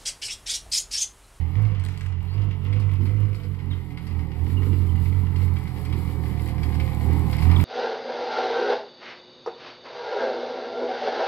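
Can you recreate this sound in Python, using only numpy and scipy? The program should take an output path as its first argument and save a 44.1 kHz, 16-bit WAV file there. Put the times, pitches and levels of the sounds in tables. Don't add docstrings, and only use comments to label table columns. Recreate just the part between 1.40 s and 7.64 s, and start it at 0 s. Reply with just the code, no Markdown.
import sys
import numpy as np
from scipy import signal
from scipy.fft import rfft, irfft, next_fast_len
from scipy.io import wavfile
from scipy.ndimage import uniform_filter1d

SR = 44100
rng = np.random.default_rng(int(sys.argv[2]) if len(sys.argv) > 2 else 0)


def int16_out(signal):
    q = np.round(np.clip(np.atleast_2d(signal).T, -1, 1) * 32767)
    wavfile.write(sys.argv[1], SR, q.astype(np.int16))


N = 275208
SIZE = next_fast_len(N + SR // 8, real=True)
TIME, FREQ = np.arange(N) / SR, np.fft.rfftfreq(SIZE, 1 / SR)
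COASTING_DB = -34.5
EXHAUST_ORDERS = [5, 6, 7, 8, 9, 10]


def amp(db):
    return 10 ** (np.asarray(db) / 20)


def unit(x):
    return x / np.sqrt(np.mean(x ** 2) + 1e-20)


def curve(points):
    return np.interp(TIME, *np.transpose(points))


def read(points, hz):
    point_hz, value = np.transpose(points)
    return np.interp(np.log(hz + 1), np.log(point_hz + 1), value)


def filtered(x, response):
    return irfft(rfft(x, SIZE) * response, SIZE)[..., :N]


def colour(x, spectrum):
    hz = abs(np.fft.fftfreq(4096, 1 / SR))
    log_gain = np.log(amp(read(spectrum, hz)))
    taps = np.fft.ifft(np.exp(signal.hilbert(log_gain)).conj()).real
    return filtered(x, rfft(taps[:len(taps) // 2], SIZE))


def ring(x, hz, width_hz):
    return signal.lfilter(*signal.iirpeak(hz, hz / width_hz, SR), x)


def drift(rate_hz, count=8192):
    lowpass = np.exp(-(np.fft.rfftfreq(count, TIME[-1] / count) / rate_hz) ** 2)
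    slow = irfft(rfft(rng.standard_normal(count)) * lowpass)
    return np.interp(TIME, np.linspace(0, TIME[-1], count), unit(slow))


def spread(pair):
    # frequency_hz, correlation
    coherence = [(130, 0.2), (290, 0.31), (640, 0.16), (1400, 0.99), (3100, 0.5), (7000, 0.053)]
    alike = read(coherence, FREQ)
    common, apart = filtered(pair, np.sqrt([(1 + alike) / 2, (1 - alike) / 2]))
    return np.array([common + apart, common - apart])


def stereo_noise():
    return spread(rng.standard_normal((2, N)))


def at_level(pair, db):
    power = uniform_filter1d(pair.mean(0) ** 2, size=8000)
    return amp(db) * pair / np.sqrt(abs(power) + 1e-20)


def blows(starts_s, levels_db, rise_s, decay_s):
    t = np.arange(SR // 5) / SR
    shape = (1 - np.exp(-t / rise_s)) * np.exp(-t / decay_s)
    impulses = np.zeros(N)
    np.add.at(impulses, (starts_s * SR).astype(int), amp(levels_db))
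    return signal.fftconvolve(impulses, shape / shape.max())[:N] * stereo_noise()


def bursts(turns, decay_strokes, uneven_db):
    stroke = (2 * turns).astype(int)
    strength = np.clip(rng.standard_normal(N), -2, 1.4)
    return amp(uneven_db * strength[stroke]) * np.exp(-(2 * turns % 1) / decay_strokes)


def orders(turns, multiples, levels_db, flutter_db, smear_rad):
    tones = (amp(db + flutter_db * drift(18)) * np.cos(2 * np.pi * k * turns + smear_rad * drift(29))
             for k, db in zip(multiples, levels_db))
    return np.sqrt(2) * sum(tones)


def trees(x, wet_db, echoes_per_s=1500, onset_s=0.0033, path_shift_hz=0.35):
    # frequency_hz, t60_s
    reverberation = [(100, 0.88), (500, 1), (2000, 0.47), (6000, 0.37), (15000, 0.35)]
    taps = rng.standard_normal((2, 2, SR)) * (rng.random((2, 2, SR)) < echoes_per_s / SR)
    hz, t, spectra = signal.stft(taps, SR, nperseg=256)
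    decay = amp(-60 * t / read(reverberation, hz)[:, None])
    tails = signal.istft(spectra * decay * np.minimum(t / onset_s, 1), SR, nperseg=256)[1]
    angle = 2 * np.pi * path_shift_hz * TIME
    echoes = np.zeros((2, N))
    for share, tail in zip((np.cos(angle), np.sin(angle)), tails):
        response = tail / np.linalg.norm(tail[0])
        echoes += signal.fftconvolve(np.atleast_2d(x * share), response, axes=1)[:, :N]
    return x + amp(wet_db) * spread(echoes)


def squeaks(roughness=0.028):
    # start_s, length_s, start_hz, end_hz, level_db
    glides = [(0.866, 0.11, 4050, 4920, -54), (2.3, 0.045, 4180, 2760, -44.5),
              (3.165, 0.028, 2836, 2800, -40.5), (3.485, 0.016, 3150, 3120, -46.5),
              (6.16, 0.011, 3740, 2920, -29)]
    wobble = 1 + roughness * drift(310)
    out = np.zeros(N)
    for start_s, length_s, start_hz, end_hz, level_db in glides:
        progress = np.clip((TIME - start_s) / length_s, 0, 1)
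        pitch_hz = (start_hz + (end_hz - start_hz) * progress) * wobble
        out += amp(level_db) * np.sin(np.pi * progress) * np.sin(2 * np.pi * np.cumsum(pitch_hz) / SR)
    return trees(out, wet_db=-6)


def twigs():
    # start_s, crack_db, knock_db
    snaps = [(0.397, -43, -41), (0.438, -44, -36), (0.45, -32, -50), (0.4623, -39, -39.5),
             (0.486, -53, -36), (0.575, -44, -37.5), (0.609, -63, -36), (0.6626, -58, -40.5)]
    # frequency_hz, gain_db
    crack_spectrum = [(1000, -1), (4500, 18), (6200, -9), (8000, 12), (12000, -2), (15500, -6)]
    starts_s, crack_db, knock_db = np.transpose(snaps)
    cracks = colour(blows(starts_s, crack_db - 13, rise_s=0.00055, decay_s=0.0016), crack_spectrum)
    knocks = ring(blows(starts_s, knock_db + 8, rise_s=0.00028, decay_s=0.0027), hz=2140, width_hz=930)
    return trees(cracks, wet_db=-5.5) + trees(knocks, wet_db=0.5)


def clinks(starts_s, levels_db, attack_s=0.001):
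    # pitch_hz, level_db, t60_s
    metal_modes = [(2070, 3.5, 0.069), (2280, 3, 0.079), (2805, -2.5, 0.039), (3200, 3, 0.042),
                   (4280, -11, 0.065), (5020, -1, 0.036)]
    pitch_hz, mode_db, t60_s = np.transpose(metal_modes)[:, :, None]
    out, t = np.zeros(N + SR), np.arange(SR // 5) / SR
    for start_s, level_db in zip(starts_s, levels_db):
        detune, strength, phase = rng.standard_normal((3, len(metal_modes), 1))
        envelopes = amp(mode_db + 2 * strength - 60 * t / t60_s)
        modes = envelopes * np.sin(2 * np.pi * (pitch_hz * (1 + 0.012 * detune) * t + phase))
        out[int(start_s * SR):][:len(t)] += amp(level_db) * modes.sum(0) * np.minimum(t / attack_s, 1)
    return out[:N]


def rattles():
    # start_s, panel_db, fitting_db
    jolts = [(4.166, -49, -71), (1.327, -48, -67), (1.396, -58, -63.5), (1.655, -49.5, -65.5),
             (1.825, -60, -82), (1.945, -55.5, -64.5), (2.033, -54, -67.5), (4.273, -51.5, -67),
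             (2.573, -47, -67), (2.667, -54, -64.5), (3.656, -50, -74), (3.959, -49.5, -63),
             (4.017, -51, -68), (4.344, -60, -76), (4.449, -50.5, -61.5), (4.525, -46, -64),
             (4.855, -53, -81), (4.995, -51, -73), (5.084, -49, -62), (5.231, -46, -59.5),
             (5.342, -52, -62), (5.398, -42.5, -60), (5.928, -40.5, -56.5), (5.982, -44, -60),
             (6.022, -43, -57.5), (6.114, -41.5, -60), (6.199, -41, -73)]
    # frequency_hz, gain_db
    panel_spectrum = [(500, -35), (1000, 19), (1600, 14), (2150, 21.5), (3100, 13.5), (4200, 10),
                      (6200, -61.5), (15000, -99.5)]
    # frequency_hz, gain_db
    fitting_spectrum = [(2500, -32.5), (4400, 14.5), (5300, 6.5), (6300, -6), (8000, 1.5), (9500, -7),
                        (11500, 4), (15500, -51)]
    starts_s, panel_db, fitting_db = np.transpose(jolts)
    panels = colour(blows(starts_s, panel_db - 5, rise_s=0.00029, decay_s=0.015), panel_spectrum)
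    fittings = colour(blows(starts_s, fitting_db + 10, rise_s=0.0012, decay_s=0.016), fitting_spectrum)
    return trees(panels + fittings + clinks(starts_s, panel_db), wet_db=-4.5)


def grit(level_db, grains_per_s=450, grain_db=-4):
    # frequency_hz, gain_db
    tyre_spectrum = [(1500, -17.5), (4500, -8), (6200, -23.5), (7800, -13.5), (9400, -21.5), (11000, -9.5),
                     (12000, -9), (13500, -17), (15600, -21.5)]
    contacts = rng.random((2, N)) < grains_per_s / SR
    grains = contacts * amp(4.6 * np.minimum(rng.exponential(1, (2, N)), 5) + 3.2 * drift(18))
    hiss = unit(rng.standard_normal((2, N))) + amp(grain_db) * unit(grains)
    ruts_db = 2.5 * drift(8.5)
    return at_level(colour(hiss, tyre_spectrum), level_db - 1 + ruts_db)


def whine(turns, speed, gain_db):
    mesh_orders = [13.5, 18, 22.5, 27]
    # pitch_hz, level_db
    gearbox = [(480, -65), (515, -57.5), (560, -66), (640, -70), (720, -60), (790, -61.5), (850, -68),
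               (960, -60), (1100, -65), (1400, -74)]
    levels_db = [gain_db + read(gearbox, k * speed) for k in mesh_orders]
    return trees(orders(turns, mesh_orders, levels_db, flutter_db=3, smear_rad=0.5), wet_db=-6)


def clatter(turns, level_db):
    # frequency_hz, gain_db
    block_spectrum = [(300, -48.5), (620, 1.5), (780, 4.5), (1000, -2), (1300, -4.5), (1650, -14),
                      (2200, -51), (6000, -90)]
    knocks = unit(stereo_noise() * (0.5 + bursts(turns, decay_strokes=1, uneven_db=9)))
    multiples = np.arange(19, 32)
    hum = orders(turns, multiples, np.full(len(multiples), -18), flutter_db=0, smear_rad=1.94)
    return at_level(trees(colour(knocks + hum, block_spectrum), wet_db=0.5), level_db - 0.3)


def valves(turns, level_db):
    # frequency_hz, gain_db
    valve_spectrum = [(1000, -9.5), (1700, -5), (2000, 4.5), (2250, 2.5), (2450, -4.5), (3000, -20),
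                      (3800, -17), (4900, -15), (6200, -32), (12000, -43)]
    # time_s, gain_db
    flank = [(0, 0), (1.4, 3.5), (1.75, -0.5), (3.7, -1), (4.7, -6), (6.24, -1.5)]
    ticks = stereo_noise() * (1 + bursts(turns, decay_strokes=0.52, uneven_db=12))
    shrill = ring(ring(ticks, hz=2700, width_hz=600), hz=2810, width_hz=830) * amp(curve(flank))
    return at_level(trees(colour(ticks, valve_spectrum) + shrill, wet_db=0), level_db - 0.6)


def firings(turns, alternate_db=2, uneven_db=2.5, jitter_s=0.0003):
    onsets = np.flatnonzero(np.diff(np.floor(2 * turns)))
    size, lateness = rng.standard_normal((len(onsets), 2)).T
    onsets = np.clip(onsets + (lateness * jitter_s * SR).astype(int), 0, N - 1)
    pulses = np.zeros(N)
    pulses[onsets] = amp(uneven_db * size + alternate_db * (np.arange(len(onsets)) % 2))
    return unit(pulses)


def burble(turns, level_db, puff_db=2.5):
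    # frequency_hz, gain_db
    pipe_spectrum = [(60, -27), (125, -5.5), (165, 3.5), (230, -7), (300, -16.5), (380, -17), (500, -16),
                     (620, -57.5), (900, -26), (2000, -90.5)]
    puffs = unit(stereo_noise() * (bursts(turns, decay_strokes=0.2, uneven_db=-11) - 1))
    gas = firings(turns) + amp(puff_db) * puffs
    lumps = amp(1.8 * drift(20))
    return at_level(trees(colour(gas * lumps, pipe_spectrum), wet_db=-6), level_db + 5)


def growl(turns, speed, burble_db):
    # pitch_hz, gain_db
    overtone_spectrum = [(190, -7), (225, -6), (255, -10), (290, -1), (335, -11), (370, -15), (400, -6),
                         (435, -14), (505, -6), (550, -20)]
    levels_db = [burble_db + read(overtone_spectrum, k * speed) for k in EXHAUST_ORDERS]
    return orders(turns, EXHAUST_ORDERS, levels_db, flutter_db=3, smear_rad=0.55)


def bark(turns, speed, strength):
    # frequency_hz, gain_db
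    bark_spectrum = [(120, -48), (220, 10.5), (320, 3), (430, -4.5), (520, -6), (700, -66), (2000, -78.5)]
    puffs = stereo_noise() * bursts(turns, decay_strokes=0.31, uneven_db=7)
    levels_db = [read(bark_spectrum, k * speed) for k in EXHAUST_ORDERS]
    tones = orders(turns, EXHAUST_ORDERS, levels_db, flutter_db=4.5, smear_rad=1)
    return strength * (unit(tones) + unit(colour(puffs, bark_spectrum))) / np.sqrt(2)


def boom(turns, firing_db, burble_db, pipe_lag_turns=0.06):
    chug_db = -37 + 0.6 * (firing_db - firing_db.mean())
    out = np.zeros(N)
    for k, level_db in enumerate([chug_db, firing_db, burble_db + 13, burble_db + 4], 1):
        waver = 1 + 0.18 * drift(20) + 0.22j * drift(22)
        cycles = k * (turns - pipe_lag_turns * k)
        out += amp(level_db) * (waver * np.exp(2j * np.pi * cycles)).real
    return out


def driving(open_s=0.039, shut_s=0.063, bark_fade_s=0.43):
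    # start_s, length_s, firing_db, bark_db, added_rasp_db, wheelspin_db
    presses = [(0.0, 0.024, -13.5, -66, 1, -18), (0.152, 0.19, -18.5, -46, 4.5, -2),
               (0.351, 0.15, -26.5, -69, 1.5, -18), (0.621, 0.26, -25.5, -78, -1, -10.5),
               (0.94, 0.2, -21.5, -44, 3.5, -7), (1.25, 0.32, -19.5, -41, 4.5, -3.5),
               (1.6, 0.34, -19, -37, 3, -0.5), (2.06, 0.093, -23, -65, -0.5, -4),
               (2.251, 0.13, -23, -42, 3.5, 3), (2.68, 0.19, -26, -48, 2.5, -1),
               (3.003, 0.14, -22, -37, 1, 3), (3.147, 0.19, -23, -35.5, 2, 2),
               (3.289, 0.6, -22.5, -39.5, 0, -1), (3.945, 0.21, -22, -44.5, 0.5, 0),
               (4.487, 0.17, -31, -41, 0, -2.5), (4.739, 0.33, -39.5, -51, -0.5, -4),
               (5.213, 0.24, -34, -47, 0, -2.5), (5.658, 0.15, -28.5, -40, 1, 0),
               (6.053, 0.18, -23.5, -39.5, 3.5, -1.5)]
    firing, bark_strength, rasp_db, spin_db = amp(COASTING_DB), 0, 0, 0
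    for start_s, length_s, firing_db, bark_db, added_rasp_db, wheelspin_db in presses:
        age_s = TIME - start_s
        held = (1 + np.tanh(age_s / open_s)) * (1 - np.tanh((age_s - length_s) / shut_s)) / 4
        firing += amp(firing_db) * held
        bark_strength += amp(bark_db) * held * np.exp(-np.maximum(age_s, 0) / bark_fade_s)
        rasp_db += added_rasp_db * held
        spin_db += wheelspin_db * held
    throttle_db = 20 * np.log10(firing) - COASTING_DB
    return throttle_db, bark_strength, rasp_db, spin_db


def scene():
    # time_s, turns_per_s
    crank = [(0, 41.5), (.11, 41.2), (.2, 53), (.28, 53), (.4, 46.5), (.68, 46.3), (.76, 43.8), (.86, 43.3),
             (.96, 49.8), (1.06, 50), (1.2, 44.3), (1.33, 50.3), (1.44, 50.4), (1.6, 45.7), (1.74, 51.2),
             (1.96, 50.6), (2.23, 44.3), (2.33, 46.2), (2.5, 40.6), (2.73, 43), (2.92, 38.7), (3.18, 46),
             (3.36, 45.8), (3.46, 43.5), (3.65, 43.7), (3.77, 46.5), (3.9, 44), (4.05, 45.5), (4.2, 42.3),
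             (4.42, 40.6), (4.58, 42.6), (4.75, 40.3), (5, 39.4), (5.16, 37.8), (5.38, 39.6), (5.6, 37.3),
             (5.74, 41.7), (5.95, 37.4), (6.15, 44.4), (6.24, 44)]
    # time_s, distance_m
    approach = [(0, 37), (2.4, 56), (3.2, 32), (4.3, 24.8), (4.9, 17.8), (5.7, 11.1), (6.24, 9.2)]
    # time_s, gain_db
    tailpipe = [(0, -2), (.8, -6), (1.2, -1.5), (6.24, 0.5)]
    speed = uniform_filter1d(curve(crank), size=2400)
    turns = np.cumsum(speed) / SR
    throttle_db, bark_strength, rasp_db, spin_db = driving()
    distance_m = curve(approach)
    halvings = np.log2(distance_m[0] / distance_m)
    pipe_gain_db = 4.5 * halvings
    burble_db = -47 + 3.32 * halvings + 0.044 * throttle_db + curve(tailpipe)
    clatter_db = -55.5 + 6.1 * halvings + 0.062 * throttle_db + rasp_db
    valve_db = -53.5 + 3.53 * halvings + 0.026 * throttle_db + rasp_db
    grit_db = -64 + 6.5 * halvings + 0.055 * throttle_db + spin_db
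    gear_db = -3 + 5 * halvings + rasp_db
    firing_note = boom(turns, COASTING_DB + throttle_db + pipe_gain_db, burble_db)
    exhaust = firing_note + burble(turns, burble_db) + bark(turns, speed, bark_strength * amp(pipe_gain_db))
    engine = clatter(turns, clatter_db) + valves(turns, valve_db)
    track = grit(grit_db) + rattles() + twigs() + squeaks()
    return exhaust + growl(turns, speed, burble_db) + whine(turns, speed, gear_db) + engine + track


def record(dry, right_delay_s=0.0001, cutoff_hz=15750):
    # frequency_hz, left_minus_right_db
    balance = [(60, -22), (92, -19), (140, -20), (210, -16), (330, -6), (500, -2.5), (770, 4.5),
               (1170, -3.5), (1790, 5.5), (2740, -6), (4190, -1), (6410, 18.5), (9810, 11), (15000, 12)]
    ratio = amp(read(balance, FREQ))
    delay = np.exp(-2j * np.pi * FREQ * right_delay_s)
    channels = filtered(dry, 2 * np.array([ratio, delay]) / (1 + ratio))
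    lowpass = signal.firwin(1023, cutoff_hz, window=("kaiser", 9), fs=SR)
    return signal.oaconvolve(channels, lowpass[None], "same")


dry = scene()
out = record(dry)
int16_out(out)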